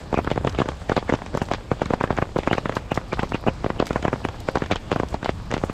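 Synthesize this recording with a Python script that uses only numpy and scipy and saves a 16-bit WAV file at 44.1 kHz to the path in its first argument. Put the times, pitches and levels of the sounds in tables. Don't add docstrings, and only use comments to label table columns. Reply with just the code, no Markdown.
import sys
import numpy as np
from scipy import signal
from scipy.fft import rfft, irfft
from scipy.io import wavfile
from scipy.ndimage import uniform_filter1d

SR = 44100
rng = np.random.default_rng(int(sys.argv[2]) if len(sys.argv) > 2 else 0)


def ratio(d):
    e = np.asarray(d, float) / 20
    return 10 ** e


def pcm_store(signal):
    levels = np.round(np.clip(np.atleast_2d(signal), -1, 1) * 32767)
    wavfile.write(sys.argv[1], SR, levels.astype(np.int16).T)


N = 252682


def rms_one(x):
    return x / np.sqrt(np.mean(x ** 2) + 1e-20)


def band(x, low_hz, high_hz):
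    return signal.sosfilt(signal.butter(2, [low_hz, min(high_hz, .45 * SR)], "band", fs=SR, output="sos"), x)


def narrow_band(x, low_hz, high_hz):
    return band(band(x, low_hz, high_hz), low_hz, high_hz)


def drift(rate_hz):
    r = np.exp(-80 * np.pi * rate_hz / SR)
    noise = rng.standard_normal(N // 40 + 2002)
    slow = signal.lfilter([1], [1, -2 * r, r * r], noise)[2000:]
    return np.interp(np.arange(N) / 40, np.arange(len(slow)), rms_one(slow))


def coloured(spectrum, patchy_db, source):
    hz_points, db_points = np.transpose(spectrum)
    out = 0
    together = drift(15.0)
    edges = 20 * 2 ** np.arange(0, 10.1, .5)
    for k, (low, high) in enumerate(zip(edges, edges[1:])):
        middle = np.log(low * high) / 2
        level_db = np.interp(middle, np.log(hz_points), db_points, left=-60, right=-60)
        if level_db > -60:
            flicker_db = patchy_db * (.5 * together + drift(3.86))
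            out = out + ratio(level_db + flicker_db) * band(source[k % 2], low, high)
    return rms_one(out)


def resonate(x, hz, t60):
    r, w = ratio(-60 / (t60 * SR)), 2 * np.pi * hz / SR
    return signal.lfilter([0, np.sin(w)], [1, -2 * r * np.cos(w), r * r], x + 1e-18)


def clicks_at(seconds, heights):
    out = np.zeros(N)
    np.add.at(out, np.clip(np.round(np.asarray(seconds) * SR).astype(int), 0, N - 1), heights)
    return out


def dying(clicks, seconds):
    return signal.lfilter([1], [1, -np.exp(-1 / (seconds * SR))], clicks + 1e-18)


def swelling(clicks, rise_s, fall_s):
    return dying(dying(clicks, rise_s) / (rise_s * SR) * 2, fall_s)


def bending_wave(stretch, softness):
    first_crest_s, growth, crest_bias = .00053, 2.33, .22
    swell_s, swell_decay = .0021, 1.21
    t = (np.arange(1200) + 1e-3) / SR / np.clip(stretch, .3, 2.5)
    rise = np.minimum(t / swell_s, 1) ** max(softness, 0)
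    fall = np.exp(-swell_decay * np.maximum(t / swell_s - 1, 0))
    turns = np.log(t / first_crest_s) / np.log(growth)
    fade_in = np.clip(2 * turns + 1.6, 0, 1)
    wave = (np.cos(np.pi * turns) + crest_bias) * rise * fall * fade_in
    rounded = signal.lfilter(*signal.butter(4, 2600, fs=SR), wave)
    return signal.lfilter(*signal.butter(1, 105, "high", fs=SR), rounded)


def thuds(table):
    size = 1200
    out = np.zeros(N + size)
    t = np.arange(size) / SR
    shape = (1 - np.exp(-t / 0.0019)) * (np.exp(-t / 0.0018) + 0.033 * np.exp(-t / 0.029))
    shakes = rng.standard_normal((len(table), size)) * shape
    for (s, thud_db, stretch, softness, flutter_hz, flutter_db, _), shake in zip(table, shakes):
        flutter = rms_one(band(band(shake, flutter_hz / 2.2, flutter_hz * 1.7), 250, 1700))
        i = round(s * SR)
        out[i:i + size] += ratio(thud_db) * bending_wave(stretch, softness)
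        out[i:i + size] += ratio(flutter_db - 9.0) * flutter
    return out[:N]


# (pitch [Hz], level [dB], time to die by 60 dB [s])
SHEET_TONES = [(118.5, -19, 0.034), (245, -32.5, 0.069), (533, -39, 0.15), (930, -28.5, 0.03)]


def sheet_ring(table):
    out = np.zeros(N)
    s, thud_db, *_ = np.transpose(table)
    strength_db = rng.normal(-2, 4.5, (len(table), len(SHEET_TONES)))
    for k, (hz, db, t60) in enumerate(SHEET_TONES):
        pushes = clicks_at(s + 0.002546, ratio(thud_db + db + 2.5 + strength_db[:, k]))
        out -= resonate(pushes, hz, t60)
    return out


# (pitch [Hz], level per Hz [dB])
SPLASH_COLOUR = [(1400, 5.5), (2800, 8), (4000, 1), (7500, 2.5), (10500, -25), (13500, -6), (16000, -9)]


def splashes(table):
    s, *_, splash_db = np.transpose(table)
    rise_s = .0012
    hits = dying(clicks_at(s - .001, ratio(splash_db + 2.5)), rise_s) / (rise_s * SR) * 2
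    ragged = ratio(4.0 * drift(220.0))
    crack = dying(hits, 0.00072)
    tail = 0.13 * ragged * dying(hits, 0.014)
    noise = rng.standard_normal((2, N))
    spray = coloured(SPLASH_COLOUR, 3.0, crack * noise + narrow_band(tail * noise, 1360, 6000))
    return ratio(-3.5) * np.sqrt(np.mean((crack + tail) ** 2)) * spray


def drops(table):
    return thuds(table) + sheet_ring(table) + splashes(table)


def landed(table, flutter_hz, octaves, over_db):
    chance = rng.standard_normal((len(table), 2))
    return [(s, db, stretch, softness, flutter_hz * 2 ** (octaves * a), db + over_db + 2.0 * b, splash_db)
            for (s, db, stretch, softness, splash_db), (a, b) in zip(table, chance)]


# (time [s], thud level [dB], chirp stretch [ratio], softness of the front [power], splash level [dB])
MIDDLE_DROPS = [(0.1278, -8, 0.93, 0.58, -37), (0.1738, -6, 0.9, 0.72, -44.0),
                (0.1879, -4, 0.7, 2.6, -47.0), (0.2734, -9, 0.9, 0.55, -51.0),
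                (0.3139, -5, 0.78, 0.91, -26.5), (0.4476, -5.6, 1, 0.62, -34.0),
                (0.4701, -5.9, 1.12, 2.0, -30), (0.5868, -5.5, 0.91, 0.68, -26.5),
                (0.6877, -11, 0.71, 0.21, -27.5), (0.9173, -5, 0.92, 0.55, -37),
                (0.9653, -7.5, 0.84, 0.14, -25), (1.093, -9.5, 0.85, 0.62, -31),
                (1.0972, -9.5, 0.78, 0.3, -28.5), (1.1235, -4, 0.87, 0.58, -36),
                (1.1377, -5, 0.81, 0.3, -28.5), (1.3497, -5.8, 0.87, 0.73, -33),
                (1.4162, -4.5, 1.13, 1.1, -37), (1.8172, -5, 0.88, 0.33, -45),
                (1.9055, -5.5, 0.92, 0.5, -34), (2.0095, -6, 0.5, 2.0, -32),
                (2.3604, -7.5, 0.91, 0.75, -47), (2.3665, -12.5, 0.84, 0.15, -46),
                (2.4769, -16, 0.98, 0.19, -42), (2.5287, -4.6, 0.9, 1.7, -24.5),
                (2.6555, -8.5, 1.25, 0.92, -51), (2.9171, -6.0, 0.84, 0.5, -28),
                (3.1295, -9.5, 0.91, 0.41, -31), (3.2312, -7.2, 0.8, 0.34, -26.5),
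                (3.4725, -8.5, 0.92, 0.33, -45), (3.6434, -7.5, 0.82, 0.41, -26.5),
                (3.6624, -7, 0.86, 0.45, -35), (3.7018, -8.5, 0.86, 0.5, -35),
                (3.9065, -7, 0.82, 0.81, -34), (4.1289, -8.5, 0.93, 0.68, -36), (4.1365, -9, 1, 0.78, -34),
                (4.5706, -8, 0.96, 1.1, -38), (4.6198, -6, 1.3, 1.2, -36.0),
                (4.7216, -7.5, 0.93, 1.0, -41.0), (4.9265, -8.5, 0.83, 0.3, -32),
                (5.1423, -9, 1.03, 0.82, -30)]
# (time [s], thud level [dB], chirp stretch [ratio], softness of the front [power], splash level [dB])
RIBSIDE_DROPS = [(0.1417, -5.5, 0.86, 0.49, -27.5), (0.3766, -7.5, 0.83, 0.17, -40),
                 (0.6016, -6, 0.72, 0.63, -34), (0.6169, -5, 0.89, 0.68, -31),
                 (0.8955, -6.1, 0.77, 0.53, -31), (0.9761, -5.5, 0.88, 1.1, -38.0),
                 (1.514, -6.5, 0.83, 0.18, -27.5), (1.5359, -11.4, 0.63, 0.019, -23),
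                 (1.7151, -2.8, 0.88, 0.62, -36), (1.936, -3.0, 0.75, 0.5, -33.0),
                 (2.0384, -4.5, 0.75, 0.67, -49.0), (2.105, -3.5, 0.69, 0.58, -32),
                 (2.1858, -6.5, 0.69, 0.3, -54.0), (2.2237, -7, 0.74, 0.0, -46.0),
                 (2.387, -7.5, 0.78, 0.54, -28), (2.512, -6, 0.7, 0.49, -38.0),
                 (2.5813, -8.5, 0.8, 0.1, -29), (2.6945, -9, 0.72, 0.0, -39),
                 (2.7673, -7.5, 0.71, 0.3, -24.5), (2.9746, -7, 0.78, 0.32, -39.0),
                 (3.1919, -11.7, 0.81, 0.11, -28), (3.3436, -6.5, 0.96, 1.7, -28),
                 (3.4652, -5.5, 0.57, 1.6, -39), (3.4824, 0.6, 0.74, 1.7, -38.0),
                 (3.8004, -0.5, 0.61, 2.0, -23.5), (3.8246, -7.8, 1, 0.074, -33),
                 (3.9584, -5.5, 0.79, 0.5, -43), (4.0511, -4, 0.7, 0.42, -37),
                 (4.08, -6.5, 0.72, 0.67, -30.5), (4.2503, -7, 0.64, 0.054, -31),
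                 (4.4867, -6, 0.63, 0.15, -27), (4.5554, -5, 0.86, 0.23, -25.5),
                 (4.7123, -7, 0.78, 0.15, -29.0), (4.9162, -6.5, 0.81, 0.15, -27),
                 (4.96, -5, 0.85, 0.75, -37), (4.999, -7, 0.85, 0.23, -28), (5.0326, -7.5, 0.6, 1.4, -38),
                 (5.2919, -6, 0.78, 0.21, -27.5), (5.5393, -5, 0.73, 1.6, -20.5),
                 (5.637, -3, 0.67, 0.93, -32)]


def large_drops():
    return landed(MIDDLE_DROPS, 700, 0.66, -13.5) + landed(RIBSIDE_DROPS, 820, 0.52, -15)


def rebounds(large):
    chance = rng.standard_normal((len(large), 3))
    return [(s + .008 * 2 ** (0.286 * a), db - 27 + 5.0 * b, 1.6 * 2 ** (0.6 * c), 1, splash_db - 41)
            for (s, db, *_, splash_db), (a, b, c) in zip(large, chance)]


# (time [s], thud level [dB], chirp stretch [ratio], softness of the front [power], splash level [dB])
LIGHT_DROPS = [(0.1323, -19, 0.8, 4, -48), (0.1826, -37, 0.56, 0.56, -30), (0.1917, -18, 0.73, 19, -56),
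               (0.4743, -10.5, 0.34, 0, -34), (0.479, -18, 0.94, 5, -43), (0.5479, -21, 0.95, -3, -35),
               (0.5927, -32, 0.33, -2, -37), (0.9714, -22, 0.5, -7, -36), (1.0263, -21, 1, -2.5, -50),
               (1.1015, -20, 0.65, 4, -47), (1.2192, -19, 0.54, -3.5, -48), (1.3779, -24, 0.59, 4, -39),
               (1.4225, -40, 1, 14, -34), (1.4864, -22.5, 0.58, 0, -37), (1.5185, -17, 0.23, 4, -43),
               (1.8216, -24, 0.21, -5, -32), (1.9405, -14, 0.51, 10, -42), (2.1094, -23, 0.83, -5, -32),
               (2.1676, -25, 0.37, 2, -31), (2.1759, -12.5, 0.3, -1.5, -38), (2.4822, -17, 0.37, 12, -33),
               (2.7231, -20, 0.45, -3, -38), (2.925, -27, 0.51, -12, -37), (3.1254, -16.5, 0.43, -5, -48),
               (3.1375, -19, 0.76, -2, -30), (3.2371, -30, 0.68, -2, -40), (3.3203, -13, 0.61, 0.3, -36),
               (3.3491, -17, 0.31, 8, -48), (3.3538, -18, 0.86, -0.5, -34),
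               (3.4388, -23.5, 0.66, -1.7, -52), (3.4783, -13.5, 0.5, 9, -39), (3.8685, -26, 0.5, 4, -25),
               (4.0263, -15, 0.97, 6, -25.5), (4.2868, -13.5, 0.29, 1, -34), (4.7583, -11, 0.28, 6, -25),
               (5.2455, -14, 0.57, 2.5, -23.5), (5.2589, -9, 0.4, 0.8, -28.5),
               (5.5062, -17.5, 0.36, 1.5, -38), (5.5139, -17.5, 0.6, -4.5, -25), (5.5236, -9, 0.28, 6, -49),
               (0.2459, -21, 1.8, -0.3, -30), (0.359, -14, 1.4, 2, -38.9), (0.4536, -41, 0.97, 3, -48),
              (0.657, -13.5, 0.65, 1, -39), (0.9254, -23, 1.3, 0.86, -32), (0.983, -17, 1.36, -6.5, -45),
              (1.1467, -15, 0.4, 2, -39), (1.3406, -14, 1.42, 1, -45), (1.3733, -8.5, 0.52, 7, -29),
              (1.546, -20, 0.59, 0, -37), (1.719, -19, 1.96, 6, -49), (1.831, -20, 0.95, 0.5, -55),
              (1.857, -13.5, 2.1, 1.8, -32), (1.9008, -17, 1.2, 4, -40), (2.004, -20, 0.7, 3, -44),
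              (2.0455, -32, 0.78, 4, -42), (2.1261, -13.5, 1.5, 4, -35), (2.2183, -8.5, 3.9, 9, -56),
              (2.4331, -22.5, 0.89, 0.2, -30), (2.474, -4, 0.64, -5, -37), (2.5174, -20, 0.62, 12, -41),
              (2.5501, -16, 1.16, 1.8, -34), (2.9128, -25, 0.65, -5, -36), (3.1935, -11, 0.49, -0.8, -41),
              (3.1982, -26, 1.7, 3.5, -32), (3.4901, -20, 0.48, 5, -41), (3.648, -41, 2.4, 1.4, -43),
              (3.7973, -13, 2.4, 7, -36), (3.81, -19, 0.83, -3, -52), (3.9304, -17, 0.71, 2, -32),
              (3.966, -33, 0.93, -4, -39), (4.5576, -12.5, 0.88, 3, -39),
              (4.6384, -19.5, 0.74, -1.5, -30.5), (4.7173, -39, 0.5, 7, -26), (4.7303, -11, 1.84, 24, -55),
              (5.1474, -39, 1.5, -5, -58), (5.228, -12.5, 0.97, 15, -36), (5.566, -14.5, 1.1, -0.5, -37.5),
              (5.5788, -18.5, 1.3, -0.3, -28.5), (5.6964, -11.5, 1.07, 1.2, -36)]


def small_drops():
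    springing = rebounds(MIDDLE_DROPS + RIBSIDE_DROPS)
    return landed(LIGHT_DROPS + springing, 1140, 0.35, -15)


# (time [s], tap level [dB], splash level [dB])
SHARP_TAPS = [(0.303, -20, -29), (1.079, -28, -57), (1.2622, -25, -31.5), (1.322, -42, -58),
              (1.332, -33, -57), (2.0743, -24, -44), (4.343, -27.5, -54), (4.66, -24, -44),
              (4.7025, -24, -60), (4.9337, -22, -58), (5.127, -25, -57)]
# (time [s], peak level [dB])
FAR_TAPS = [(0.718, -16.5), (0.732, -23), (0.799, -32), (0.817, -21), (1.189, -17.5), (1.583, -22),
            (1.608, -23), (1.796, -19), (2.15, -23), (2.254, -20), (2.291, -23), (2.732, -25), (2.739, -19),
            (2.892, -28), (2.957, -14.5), (3.014, -18), (3.172, -15.5), (3.427, -23), (4.159, -15),
            (4.217, -20), (4.606, -18.5), (4.899, -21), (5.217, -27), (5.4, -23), (5.615, -20)]


def taps():
    near = [(s, db, .7, .4, 1300, db - 10, splash_db) for s, db, splash_db in SHARP_TAPS]
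    far = [(s, db - 7, 0.51, .3, 1200, db - 24.5, db - 30.5) for s, db in FAR_TAPS]
    return near + far


# (time [s], peak level [dB], body below 5 kHz [dB])
RIM_SPITS = [(0.495, -28, 7), (0.525, -36, 7), (1.3847, -32, -9), (1.42, -21.5, -4), (1.4542, -38, 10),
             (1.4619, -38, 1), (2.031, -26, -3), (2.3808, -30, 7), (2.5375, -43, 17), (2.753, -22.5, 0.5),
             (2.757, -34, 5), (2.944, -26.5, 5), (2.949, -29.5, 6), (2.961, -40, 17), (3.292, -30, 3),
             (3.302, -42, 11), (3.856, -26, 4), (3.8674, -22, 0), (3.8904, -46, 18), (4.403, -28, -2),
             (4.4976, -38, 6), (4.5154, -35, -12), (4.583, -52, 27), (4.6607, -40, 13), (5.0069, -48, 7),
             (5.086, -26, -2), (5.1043, -33, -6), (5.303, -40, 10), (5.5149, -55, 19), (5.648, -25, -16)]


def spits():
    s, peak_db, body_db = np.transpose(RIM_SPITS)
    noise = rng.standard_normal((2, N))
    faint_db = -46.5 + 4.6 * np.minimum(rng.exponential(1, N), 2)
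    faint = (rng.random(N) < 60 / SR) * ratio(faint_db)
    hits = clicks_at(s, ratio(peak_db + 2.0))
    body = clicks_at(s, ratio(peak_db + body_db - 3.0))
    crack = band(noise[0] * (dying(hits, 0.00011) + 0.16 * dying(hits, 0.021)), 7800, 22000)
    mist = narrow_band(noise[1] * dying(faint, 0.0014), 8500, 15500)
    return crack + mist + band(noise[1] * dying(body, 0.0028), 2900, 5940)


# (time [s], peak level [dB])
FILM_SNAPS = [(0.1735, -52), (0.1875, -48), (0.2264, -54), (0.2453, -47), (0.4444, -55), (0.4768, -54),
              (0.5866, -54), (0.8954, -52), (0.9657, -54), (0.9762, -42), (1.0979, -60), (1.1373, -53),
              (1.3498, -52), (1.3733, -36), (1.4242, -68), (1.4242, -53), (1.514, -52), (1.5354, -46),
              (1.936, -55), (2.0088, -54), (2.1046, -52), (2.2238, -59), (2.38, -44), (2.4768, -48),
              (2.5122, -51), (2.5287, -42), (2.581, -48), (2.7362, -52), (2.7501, -44), (2.9173, -39),
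              (2.9487, -48), (3.0834, -51), (3.1921, -47), (3.2311, -45), (3.4106, -46), (3.4825, -47),
              (3.7998, -47), (3.8676, -57), (3.8676, -34), (3.9295, -51), (3.9584, -49), (4.0517, -53),
              (4.0801, -51), (4.1285, -54), (4.2497, -56), (4.4039, -41), (4.4862, -52), (4.5146, -49),
              (4.555, -49), (4.6593, -53), (4.7117, -44), (4.9162, -54), (4.9576, -50), (4.9985, -47),
              (5.0848, -53), (5.1033, -52), (5.1422, -52), (5.2589, -44), (5.2919, -47), (5.5388, -54)]


def snaps():
    s, peak_db = np.transpose(FILM_SNAPS)
    swell = swelling(clicks_at(s, ratio(peak_db + 20)), rise_s=.0008, fall_s=.0008)
    return narrow_band(rng.standard_normal(N) * swell, 10000, 15300)


# (time [s], pitch [Hz], level [dB])
BLOW_FIZZ = [(0.172, 2410, -32.5), (.192, 2400, -38), (.588, 2360, -37), (0.897, 2060, -38),
             (0.976, 2190, -35.5), (1.096, 1980, -32), (1.141, 2790, -39), (1.418, 2900, -40),
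             (1.717, 2320, -43), (2.011, 2380, -39.5), (2.107, 2100, -48), (2.226, 2530, -42),
             (2.478, 2420, -36), (2.512, 2860, -34), (2.581, 2550, -38), (2.919, 2690, -34),
             (3.129, 2310, -35.5), (3.346, 2630, -32), (3.484, 2660, -31), (3.799, 2800, -37),
             (4.049, 2980, -41), (4.249, 2750, -40), (4.487, 2270, -45), (4.723, 2330, -30.5),
             (4.997, 2700, -42),
             (.617, 890, -46), (.688, 840, -36), (1.514, 820, -31), (1.536, 910, -36), (1.936, 820, -29),
             (2.58, 810, -34), (2.769, 1130, -36), (3.19, 980, -34), (3.232, 950, -27), (3.823, 1020, -42),
             (4.051, 800, -31), (4.081, 950, -39), (4.08, 2350, -41), (4.486, 835, -38), (4.571, 930, -36),
             (4.711, 970, -33), (4.916, 960, -39), (4.998, 910, -40), (5.637, 824, -43)]


def fizz():
    size = 1700
    out = np.zeros(N + size)
    blows = BLOW_FIZZ
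    for (s, hz, db), noise in zip(blows, rng.standard_normal((len(blows), size))):
        i = round(s * SR) - size // 2
        hiss = rms_one(narrow_band(noise, hz - 300, hz + 300))
        out[i:i + size] += ratio(db + 0.5) * np.hanning(size) * hiss
    return out[:N]


# (pitch [Hz], level per Hz [dB])
BLUR_COLOUR = [(330, 12.5), (900, 6.5), (1600, -0.5), (2900, -3), (5000, -24), (8000, -5), (10000, -77)]


def blur(dry):
    power = band(dry[0], 1240, 7300) ** 2
    spread = uniform_filter1d(uniform_filter1d(power, size=700), size=300)
    strength = np.sqrt(np.maximum(spread, 0))
    return coloured(BLUR_COLOUR, 3.0, rng.standard_normal((2, N))) * strength * ratio(-6)


# (time [s], town rumble level [dB], drizzle on the sheet level [dB])
BACKGROUND = [
    (0.0, -35, -40),
    (0.43, -31.5, -33),
    (0.85, -36, -51),
    (2.12, -36.5, -37.5),
    (2.86, -34.5, -45.5),
    (4.04, -34.5, -35.5),
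    (4.4, -36.5, -42.5),
    (5.5, -35, -60),
    (5.73, -34.5, -34.5),
]


def weather():
    s, *levels = np.transpose(BACKGROUND)
    return [np.interp(np.arange(N) / SR, s, level_db) for level_db in levels]


def drizzle(per_s, spread_db):
    sizes = ratio(spread_db * np.minimum(rng.exponential(1, N), 3.5)) * (rng.random(N) < per_s / SR)
    dealt = rng.integers(0, 4, N)
    out = 0
    for k, stretch in enumerate([.4, .55, .8, 1.2]):
        out = out + signal.fftconvolve(sizes * (dealt == k), bending_wave(stretch, 0.77))[:N]
    return rms_one(out)


# (pitch [Hz], level per Hz [dB])
PAVING_COLOUR = [(100, -10), (150, 6), (400, -5), (550, -3), (820, -4.5), (1900, -15), (4000, -17),
                 (7600, -29.5), (11000, -16.5), (16000, -44)]


def paving(per_s, hiss_db):
    sizes = ratio(0.99 * np.minimum(rng.exponential(1, N), 4.5))
    grains = sizes * (rng.random(N) < per_s / SR) * rng.choice([-1, 1], N)
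    source = rms_one(grains) + ratio(hiss_db) * rng.standard_normal((2, N))
    return coloured(PAVING_COLOUR, 1.7, source)


# (pitch [Hz], level per Hz [dB])
RUMBLE_COLOUR = [(12, -35), (20, 5), (76, 9.5), (400, -18), (520, -49), (880, -120)]


def town_rumble():
    return coloured(RUMBLE_COLOUR, 2.2, rng.standard_normal((2, N)))


def scene():
    rumble_db, drizzle_db = weather()
    on_sheet = drops(large_drops() + small_drops() + taps())
    fine = ratio(drizzle_db - 5.5) * drizzle(per_s=150, spread_db=3.5)
    ground = ratio(-41.5) * paving(per_s=900, hiss_db=7.0)
    rumble = ratio(rumble_db) * town_rumble()
    return (on_sheet + spits() + snaps() + fine + ground + rumble)[None]


# (pitch [Hz], level [dB])
MICROPHONE_COLOUR = [(4, -28), (16, -0.5), (7900, 0), (9000, -10), (10400, -14), (11000, -20), (13000, -17),
                     (14300, -21), (15700, -26)]


def microphone(dry):
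    ceiling = .7
    rounded = ceiling * np.tanh(dry / ceiling)
    hz = np.arange(N // 2 + 1) * SR / N + 1
    hz_points, db_points = np.transpose(MICROPHONE_COLOUR)
    colour = ratio(np.interp(np.log(hz), np.log(hz_points), db_points))
    return irfft(rfft(rounded) * colour * (hz < 15800), N)


def band_limit(x):
    return signal.sosfilt(signal.butter(12, 15710, fs=SR, output="sos"), x)


def record(dry):
    return band_limit(microphone(dry) + blur(dry) + fizz())


dry = scene()
out = record(dry)
pcm_store(out)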